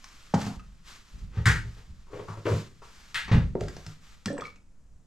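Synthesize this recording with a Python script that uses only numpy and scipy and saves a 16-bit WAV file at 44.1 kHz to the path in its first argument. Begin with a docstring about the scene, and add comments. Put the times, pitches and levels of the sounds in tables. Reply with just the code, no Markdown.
"""Grinder, cupboard and oil bottle

A small hard kitchen heard by two microphone ports on the worktop. A seasoning grinder is set down, a cupboard
is pulled open, a glass bottle is dragged and knocked on its shelf, and the door clacks and thuds shut: struck
modes over bursts of noise, with streams of tiny slips for friction. Oil sloshes as the bottle is swung over and
glugs into its neck as rising sine bubbles; shaped noise makes cloth, floor rumble, hush and reflections."""
import sys
import numpy as np
from scipy import signal
from scipy.fft import rfft, irfft, next_fast_len
from scipy.io import wavfile
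from scipy.ndimage import uniform_filter1d

SR = 44100
rng = np.random.default_rng(int(sys.argv[2]) if len(sys.argv) > 2 else 0)


def unload_wav(signal):
    """Save mono or channel-first audio to the path in sys.argv[1] as 16-bit WAV at rate SR, clipped to [-1, 1]."""
    wavfile.write(
        sys.argv[1],
        SR,
        np.round(np.clip(np.atleast_2d(signal).T, -1, 1) * 32767).astype(np.int16),
    )


N = 223319
TIME = np.arange(N) / SR
HIT = np.arange(int(.8 * SR)) / SR  # time within one blow, bubble or reflection tail [s]
LEFT_RIGHT = np.array([[1], [-1]])

# Table levels are relative: sounds are scaled to a common energy, then mixed in scene().
# spectrum of a low thump through furniture: (frequency [Hz], density [dB per Hz])
THUMP = [(25, -26.5), (60, -10), (110, 0.5), (200, -2.5), (300, -14.5), (600, -25), (2000, -70)]
# spectrum of a bright click: (frequency [Hz], density [dB per Hz])
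CLICK = [(300, -23), (1200, 9), (2200, 5.5), (3000, 0), (5500, 3.5), (7500, -4.5), (10000, -17.5),
         (15000, -32)]
# low modes of the shelf, also used for hand bumps: (frequency [Hz], level [dB], t60 [s])
SHELF_MODES = [(84.2, -31, 0.18), (105.5, 6, 0.18), (155.3, -2, 0.27), (208.6, -8, 0.13)]
# reverberation of the kitchen: (frequency [Hz], t60 [s], density [dB per Hz], side over mid [dB])
KITCHEN = [(57.9, 0.31, -36.5, -19.5), (162, 0.64, -9.5, -7), (416, 0.32, 0, -11.5), (1050, 0.25, 3.5, -7),
           (2000, 0.29, 0, -5.5), (5000, 0.32, -2.5, -10), (14000, 0.24, 1.5, -1.5)]


def undb(db):
    """Decibels to gain."""
    return 10 ** (np.asarray(db) / 20)


def along(points, hz, axis=1):
    """Read a column of a table on a log-frequency axis."""
    table = np.array(points, float)
    return np.interp(np.log(np.maximum(hz, 1)), np.log(table[:, 0]), table[:, axis])


def shape(x, gain):
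    """Filter by a gain that is a function of frequency."""
    length = x.shape[-1]
    size = next_fast_len(length)
    hz = np.arange(size // 2 + 1) * SR / size
    return irfft(rfft(x, size) * gain(hz), size)[..., :length]


def noise(spectrum, size):
    """Coloured noise of rms 1."""
    x = shape(rng.standard_normal(size), lambda hz: undb(along(spectrum, hz)))
    return x / x.std()


def fade(t60):
    """Free decay of a vibration, by 60 dB in t60 seconds."""
    return np.exp(-np.log(1000) * HIT / max(t60, 1e-3))


def unit(x):
    """Scale a blow to the energy of 20 ms at full level."""
    return x / np.sqrt(np.sum(x ** 2) / (SR / 50))


def add(track, s, sound):
    """Mix a sound into a track from time s."""
    start = max(int(s * SR), 0)
    track[start:start + len(sound)] += sound[:N - start]


def walk(rate):
    """Smoothed random steps, drawn at the given rate [Hz] and scaled to a spread of 1."""
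    k = int(SR / rate)
    steps = np.repeat(rng.standard_normal(N // k + 1), k)
    x = uniform_filter1d(uniform_filter1d(steps, k), k)[:N]
    return x / x.std()


def swell(s, length_s, attack_s, t60):
    """Attack, hold and release of one movement; length_s includes the attack."""
    attack = np.clip((TIME - s) / attack_s, 0, 1)
    return attack * np.exp(-np.log(1000) * np.maximum(TIME - s - length_s, 0) / t60)


def ring_modes(modes):
    """Decaying sines of one struck body, their balance and tuning varied a little at random."""
    ring = np.zeros(len(HIT))
    chance = rng.standard_normal((len(modes), 2))
    for (hz, db, life), (a, b) in zip(modes, chance):
        # slow modes all start with the push; fast ones start either way
        sign = np.sign(b) if hz > 280 else 1
        tone = np.sin(2 * np.pi * hz * (1 + .004 * b) * HIT)
        ring += undb(db + 2 * a) * sign * tone * fade(life)
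    return ring


def strike(rows, axis, spectrum, t60, rise_s, modes=(), dense_db=0):
    """Blows on one body: clear modes over a decaying noise burst of dense, unresolved ones."""
    track = np.zeros(N)
    for row in rows:
        sound = undb(dense_db) * unit(noise(spectrum, len(HIT)) * fade(t60))
        if len(modes):
            sound = sound + unit(ring_modes(modes))
        # a large or softly hit body takes a moment to get going
        onset = 1 - np.exp(-HIT / rise_s)
        add(track, row[0], undb(row[axis]) * unit(sound * onset))
    return track


def rub(curve, spectrum, slips_per_s):
    """Friction: a stream of uneven little slips shakes the body."""
    slips = (rng.random(N) < slips_per_s / SR) * rng.standard_normal(N)
    x = shape(slips, lambda hz: undb(along(spectrum, hz)))
    level_db = np.interp(TIME, *np.transpose(curve), left=-np.inf, right=-np.inf)
    return x / x.std() * undb(level_db)


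def rebounds(rows, gap_s, stretch, touch_db, count):
    """A loose part touches, then strikes again: gaps grow by stretch, blows weaken by the row's loss."""
    delays = gap_s * np.cumsum([0, *stretch ** np.arange(count - 1)])
    blows = []
    for s, *levels, loss_db in rows:
        for k, delay in enumerate(delays):
            first_db = touch_db if k == 0 else 0
            blows.append((s + delay, *(np.array(levels) - k * loss_db + first_db)))
    return blows


def diffuse(mid, side):
    """Sound arriving from all round: mid shared by both ports, side opposed, by frequency."""
    # balance of the ports: (frequency [Hz], left minus right [dB])
    balance = [(200, -1), (500, -0.2), (1200, 0.5), (2400, 2), (4500, -0.2), (8000, 2), (14000, 10.5)]
    pair = mid + LEFT_RIGHT * shape(side, lambda hz: undb(along(KITCHEN, hz, axis=3)))
    return shape(pair, lambda hz: undb(LEFT_RIGHT * along(balance, hz) / 2))


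def kitchen(x, build_s):
    """Reflections from tiles and doors thicken, then die away band by band."""
    tail = 0
    for row, weight in zip(KITCHEN, np.eye(len(KITCHEN))):
        # overlapping bands, each peaking at its own row's frequency
        band = [(r[0], w) for r, w in zip(KITCHEN, weight)]
        grains = shape(rng.standard_normal((2, len(HIT))), lambda hz: np.sqrt(along(band, hz)))
        tail = tail + undb(row[2]) * fade(row[1]) * grains
    response = diffuse(*tail) * (1 - np.exp(-HIT / build_s))
    response = response / np.sqrt(np.sum(response ** 2) / 2)
    return signal.fftconvolve(x[None], response, axes=1)[:, :N]


def background():
    """The still room as diffuse noise, and a steady floor rumble that swells under each step."""
    # spectrum of the floor: (frequency [Hz], density [dB per Hz])
    deep = [(20, -6.0), (45, 9.5), (110, -4.0), (190, -7.0), (300, -26.0), (800, -40), (3000, -80.0)]
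    # deep, soft thuds as weight shifts on the floor: (time [s], level [dB])
    footfalls = [(.54, -43), (1.12, -42), (1.2, -41.5), (1.481, -32), (1.87, -45.5), (2.7, -57),
                 (3.23, -44.5), (3.42, -33.5), (3.6, -38), (4.87, -56)]
    # spectrum of the still room: (frequency [Hz], density [dB per Hz])
    hush = [(20, 3), (45, -22), (110, -21), (210, -21.5), (330, -31.5), (1500, -41), (3500, -50),
            (7300, -43.5), (15500, -71)]
    attack_s, t60_s = 0.029, 0.73
    floor_db, hush_db = -60, -53.5
    steps = sum(undb(db) * swell(s, attack_s, attack_s, t60_s) for s, db in footfalls)
    floor = noise(deep, N) + undb(-11.5) * LEFT_RIGHT * noise(deep, N)
    rumble = np.hypot(steps, undb(floor_db)) * floor
    return rumble + undb(hush_db) * diffuse(noise(hush, N), noise(hush, N))


def clothes(grain_db):
    """Cloth slides on cloth with each movement: a hiss made uneven by the catching weave."""
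    # swishes of the cook's sleeve or apron: (time [s], length [s], level [dB])
    moves = [(-.06, 0.41, -58.5), (0.351, 0.13, -46), (0.838, 0.12, -51.5), (1.032, .18, -62.5),
             (1.32, 0.49, -61), (2.1, 0.44, -60.5), (2.44, 0.15, -46), (2.807, 0.31, -58),
             (3.58, 0.34, -57.5), (4.003, 0.13, -59), (4.275, 0.16, -77)]
    # spectrum of the cloth hiss: (frequency [Hz], density [dB per Hz])
    cloth = [(100, -5), (300, -5.5), (700, -9), (1200, 2), (2000, -1.5), (5000, -3.5), (7300, -7),
             (10500, -22.5), (12500, -20.5), (15500, -44)]
    attack_s, t60_s = 0.043, 0.38
    hiss_db, hiss_end_s = -68, 4.5  # a faint steady hiss under the swishes, fading out after 4.5 s
    swishes = [undb(db) * swell(s, length, attack_s, t60_s) for s, length, db in moves]
    hiss = undb(hiss_db) * swell(0, hiss_end_s, attack_s, t60_s)
    level = np.linalg.norm([*swishes, hiss], axis=0) * undb(grain_db * walk(90))
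    return level * diffuse(noise(cloth, N), noise(cloth, N))


def handling():
    """Small bumps and sharp ticks of fingers and cap on the hand-held glass."""
    # touches on the glass: (time [s], dull bump [dB], tick [dB])
    ticks = [(.0425, -70.5, -43.5), (.087, -76, -56), (3.6085, -25, -41), (3.636, -36.5, -49),
             (3.683, -43, -41), (3.766, -40, -46.5), (3.8645, -31, -43.5), (4.2578, -28.5, -31.5),
             (4.279, -40, -63), (4.3803, -72.5, -50.5), (4.409, -44, -43.5), (4.455, -66, -49.5),
             (4.559, -70, -59.5)]
    bump = strike(ticks, axis=1, spectrum=THUMP, t60=0.1, rise_s=0.016, modes=SHELF_MODES, dense_db=-6.5)
    return bump + strike(ticks, axis=2, spectrum=CLICK, t60=0.023, rise_s=0.00012)


def grinder():
    """The grinder's base lands, rocks and settles with its filling rattling; the worktop thumps under it."""
    # contacts with the worktop: (time [s], worktop thump [dB], grinder body [dB], click [dB])
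    landings = [(.3383, -53, -22.5, -83), (.3405, -14.5, -28, -33.5), (.354, -43, -35, -67),
                (.4135, -27.5, -73, -37), (.4665, -26.5, -39, -44.5)]
    # a light clink as the hand lets go: (time [s], level [dB])
    release = [(.5955, -49)]
    # rattling of the filling: (time [s], level [dB])
    filling = [(.35, -58), (.42, -43.5), (.5, -47.5), (.56, -57)]
    # modes of worktop, grinder and clink: (frequency [Hz], level [dB], t60 [s])
    worktop_modes = [(77.8, -20.5, 0.27), (114.3, -2, 0.26), (175.5, -5, 0.22), (198, 7.5, 0.087),
                     (249.3, -7.5, 0.19)]
    grinder_modes = [(379, -7.5, 0.099), (660, -16, 0.11), (760, 8, 0.033), (880, -15.5, 0.1),
                     (953, 2, 0.062), (1107, 14, 0.024), (1320, -4.5, 0.053), (1600, -11.5, .15),
                     (4000, -24.5, 0.38)]
    clink_modes = [(1270, -3, 0.074), (2640, -3.5, .03)]
    # dense vibration of the grinder: (frequency [Hz], density [dB per Hz])
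    body_spectrum = [(100, -21), (300, 4), (480, 4), (750, 10), (1300, 3), (2000, -17), (5000, -36),
                     (12000, -54)]
    thump = strike(landings, axis=1, spectrum=THUMP, t60=0.31, rise_s=0.0021,
                   modes=worktop_modes, dense_db=-7)
    body = strike(landings, axis=2, spectrum=body_spectrum, t60=.03, rise_s=0.000335,
                  modes=grinder_modes, dense_db=12.0)
    click = strike(landings, axis=3, spectrum=CLICK, t60=0.071, rise_s=0.00024)
    clink = strike(release, axis=1, spectrum=CLICK, t60=0.03, rise_s=.0005,
                   modes=clink_modes, dense_db=-7.5)
    return thump + body + click + clink + rub(filling, body_spectrum, slips_per_s=640)


def cupboard():
    """The sprung catch snaps over and chatters; the panel booms, and jolts the whole unit at the frame."""
    # blows on the door: (time [s], panel boom [dB], woody rattle [dB], loss per rebound [dB])
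    door_blows = [(1.371, -21, -50, 5), (1.4615, -13, -30.5, 6), (1.566, -29, -67.5, 8.5),
                  (1.648, -30, -61, 21.5), (1.765, -50.5, -56, 1.5), (3.147, -47, -55, 8.5),
                  (3.279, -55.5, -35, 11), (3.3135, -13.5, -27.5, 3.5), (3.354, -14, -41, 0.5)]
    # snaps of the sprung catch: (time [s], ring [dB], metal click [dB], loss per rebound [dB])
    catch_snaps = [(1.4562, -16, -26, 5), (3.1442, -27.5, -25, 5.5), (3.3165, -41, -37, 5)]
    # door meeting its frame: (time [s], level [dB])
    frame_hits = [(3.3145, -28.5), (3.338, -20.5), (3.362, -21.5)]
    # the door's drag, then its dry hinge: (time [s], level [dB])
    door_drag = [(1.3, -64), (1.38, -43), (1.45, -67)]
    hinge = [(3.17, -43), (3.21, -43), (3.3, -92)]
    # modes of panel, frame and catch: (frequency [Hz], level [dB], t60 [s])
    panel_modes = [(39.3, -12, 0.95), (49.1, -9, 0.34), (69.5, -12, 0.3), (100.3, -3.5, 0.19),
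                   (112.6, 1.5, 0.24), (158.2, -7, 0.32), (213.3, -24.5, 0.095)]
    frame_modes = [(164.2, -1.5, 0.28), (183.7, -2, 0.22), (212, -0.63, 0.15)]
    catch_modes = [(900, -7.5, 0.34), (1000, -17.5, .18), (1195, -0.5, .2), (1410, -5, 0.2),
                   (1537, 5, 0.24), (1740, -5, 0.12), (1720, 8, 0.13), (1936, 3, 0.24), (2030, -10, 0.26),
                   (2080, -15.5, .22), (2300, -7, 0.29)]
    # dense vibration of panel, wood, catch and spring: (frequency [Hz], density [dB per Hz])
    panel_spectrum = [(20, -8), (45, -14), (70, 2.5), (120, 0.5), (180, -13), (280, -23), (600, -32),
                      (2000, -83.5)]
    wood_spectrum = [(150, 2.5), (300, -0.5), (450, -1), (650, -10), (920, -4.5), (1300, -5.5),
                     (1800, -6.5), (3500, -15), (6000, -22.5), (9000, -48), (15000, -52.5)]
    catch_spectrum = [(300, -40), (650, -47), (900, -13.5), (1300, -2.5), (1700, 7.5), (2100, 3),
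                      (2700, -20.5), (4500, -12), (7500, -14.5), (10500, -29.5), (15500, -39.5)]
    spring_spectrum = [(500, -25), (1200, -11), (1800, 1), (2700, -0.5), (3700, -3), (4600, -8),
                       (6000, -18.5), (7700, -17.5), (11000, -31.5), (15000, -41)]
    blows = rebounds(door_blows, gap_s=.0175, stretch=1, touch_db=-0.5, count=2)
    snaps = rebounds(catch_snaps, gap_s=.011, stretch=1.6, touch_db=-5.5, count=5)
    boom = strike(blows, axis=1, spectrum=panel_spectrum, t60=0.3, rise_s=0.004,
                  modes=panel_modes, dense_db=-3)
    jolt = strike(frame_hits, axis=1, spectrum=THUMP, t60=0.12, rise_s=0.0015,
                  modes=frame_modes, dense_db=-10.0)
    rattle = strike(blows, axis=2, spectrum=wood_spectrum, t60=0.14, rise_s=0.0019)
    catch = strike(snaps, axis=1, spectrum=catch_spectrum, t60=0.082, rise_s=0.00042,
                   modes=catch_modes, dense_db=10.5)
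    click = strike(snaps, axis=2, spectrum=spring_spectrum, t60=0.13, rise_s=0.000547)
    friction = rub(door_drag, wood_spectrum, slips_per_s=3500)
    friction = friction + rub(hinge, spring_spectrum, slips_per_s=2000)
    return boom + jolt, rattle + catch + click + friction


def shelf():
    """The bottle's heel judders over the shelf and bumps it on the way out."""
    # bottle knocking on the shelf: (time [s], shelf boom [dB], bottle clunk [dB], scrape [dB])
    bumps = [(2.131, -42, -36.5, -61), (2.194, -41, -36.5, -69), (2.2855, -33.5, -45, -42.5),
             (2.315, -39.5, -67, -43), (2.37, -37, -44.5, -79), (2.454, -31, -27, -42),
             (2.4635, -49, -21.5, -59), (2.481, -48, -33.5, -34.5), (2.50, -24.5, -33, -54),
             (2.5185, -23, -29.5, -42), (2.543, -18.5, -58, -55), (2.819, -68.5, -52, -47.5)]
    # the bottle's low judder, then its scuff: (time [s], level [dB])
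    judder = [(2.07, -68), (2.14, -42.5), (2.21, -40), (2.27, -66.5), (2.42, -57)]
    scuff = [(2.07, -64), (2.2, -48), (2.268, -79), (2.285, -40.5), (2.4, -68)]
    # modes of the bottle: (frequency [Hz], level [dB], t60 [s])
    bottle_modes = [(299.5, -6.5, 0.4), (359, -7, 0.26), (451.3, 6.5, 0.18), (507, -0.5, 0.29),
                    (710, -20.5, 0.21), (953, -7, 0.25), (1090, 1, 0.16), (1300, -21.5, 0.33)]
    # dense vibration of clunk and scrape: (frequency [Hz], density [dB per Hz])
    clunk_spectrum = [(150, -59), (280, -14.5), (380, 2), (500, -2.5), (700, -15.5), (1000, -27),
                      (1500, -22.5), (2500, -26), (8000, -54.5), (15000, -69)]
    scrape_spectrum = [(300, -19), (700, -1.5), (1100, 9.5), (1600, -3.5), (3000, -17), (7000, -20.5),
                       (10000, -33.5), (15000, -51.5)]
    boom = strike(bumps, axis=1, spectrum=THUMP, t60=0.28, rise_s=0.0081,
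                  modes=SHELF_MODES, dense_db=-13.5)
    clunk = strike(bumps, axis=2, spectrum=clunk_spectrum, t60=0.091, rise_s=0.0018,
                   modes=bottle_modes, dense_db=8)
    scrape = strike(bumps, axis=3, spectrum=scrape_spectrum, t60=0.24, rise_s=0.00075)
    friction = rub(judder, clunk_spectrum, slips_per_s=780)
    friction = friction + rub(scuff, scrape_spectrum, slips_per_s=3000)
    return boom, clunk + scrape + friction


def oil(glide):
    """Each air bubble rings and rises in pitch by the fraction glide as it nears the surface."""
    # larger bubbles: (time [s], starting pitch [Hz], level [dB], t60 [s])
    large = [(3.553, 381, -25, 0.045), (3.5535, 510, -27.5, 0.019), (3.554, 228, -28, 0.039),
             (3.555, 930, -43, 0.026), (3.613, 417, -27, 0.062), (3.6145, 563, -30.5, 0.045),
             (3.678, 370, -39, 0.021), (3.768, 483, -41.5, 0.0082), (4.259, 207, -27, 0.24),
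             (4.283, 1745, -36, 0.051), (4.302, 558, -26, 0.19), (4.303, 284, -29, 0.19),
             (4.329, 483, -34, 0.044), (4.329, 8150, -54, 0.023), (4.3815, 958, -40, 0.056),
             (4.381, 7680, -49, .04), (4.388, 468, -33.5, 0.024), (4.399, 2300, -48, 0.019),
             (4.408, 3320, -49, 0.038), (4.4205, 1212, -34, 0.031), (4.453, 2240, -36.5, 0.053),
             (4.562, 2510, -62.5, .04)]
    track = np.zeros(N)
    for s, hz, db, t60 in [*large, *froth(count=56, spread_db=19.5)]:
        pitch = hz * (1 + glide * np.minimum(HIT / t60, 1))
        tone = np.sin(2 * np.pi * np.cumsum(pitch) / SR)
        onset = 1 - np.exp(-HIT / (0.0075 * t60))
        add(track, s, undb(db) * unit(tone * fade(t60) * onset))
    return track


def froth(count, spread_db):
    """Lesser bubbles of the glug: large ones first, smaller and fainter as the air breaks up."""
    # course of the lesser bubbles: (time [s], middle pitch [Hz], middle level [dB])
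    course = [(4.266, 290, -34), (4.36, 500, -51.5), (4.419, 2060, -64), (4.509, 3490, -61)]
    when, size, strength = rng.random((count, 3)).T
    place = np.linspace(0, 1, len(course))
    s, hz, db = (np.interp(when, place, column) for column in np.transpose(course))
    hz = hz * 2 ** (2 * size - 1)  # sizes scatter an octave either way
    t60 = 16 / hz
    return np.transpose([s, hz, db + spread_db * (strength - .5), t60])


def scene():
    """Near things are heard directly; the cupboard mostly by way of the walls, its boom through the units."""
    set_down = grinder()
    bottle = oil(glide=0.1) + handling()
    door_boom, door = cupboard()
    shelf_boom, knocks = shelf()
    direct = undb(-4.0) * set_down + undb(-5.0) * bottle + undb(-1.0) * (door_boom + shelf_boom)
    # door and knocks stand to the left
    direct = direct + undb(-3.0 + LEFT_RIGHT * 1.8) * (door + knocks)
    # each place in the room has its own pattern of reflections
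    walls = kitchen(undb(-6.0) * set_down, build_s=0.0059)
    walls = walls + kitchen(undb(-5) * bottle, build_s=0.00245)
    walls = walls + kitchen(undb(-5.5) * door_boom + door, build_s=0.0039)
    walls = walls + kitchen(undb(-8) * shelf_boom + undb(-3.0) * knocks, build_s=0.002)
    return direct + walls + clothes(grain_db=0.92) + background()


def record(dry):
    """Two microphone ports, the right one slightly ahead, and a steep top cut."""
    # phase between the ports: (frequency [Hz], lag of left behind right [rad])
    port_phase = [(400, .02), (1000, 0.17), (2000, 0.64), (5000, 0.76), (10000, .1)]
    top_hz = 15750
    ports = shape(dry, lambda hz: np.exp(-.5j * LEFT_RIGHT * along(port_phase, hz)))
    top_cut = signal.ellip(10, .2, 80, top_hz, fs=SR, output="sos")
    return signal.sosfilt(top_cut, ports)


dry = scene()
out = record(dry)
unload_wav(out)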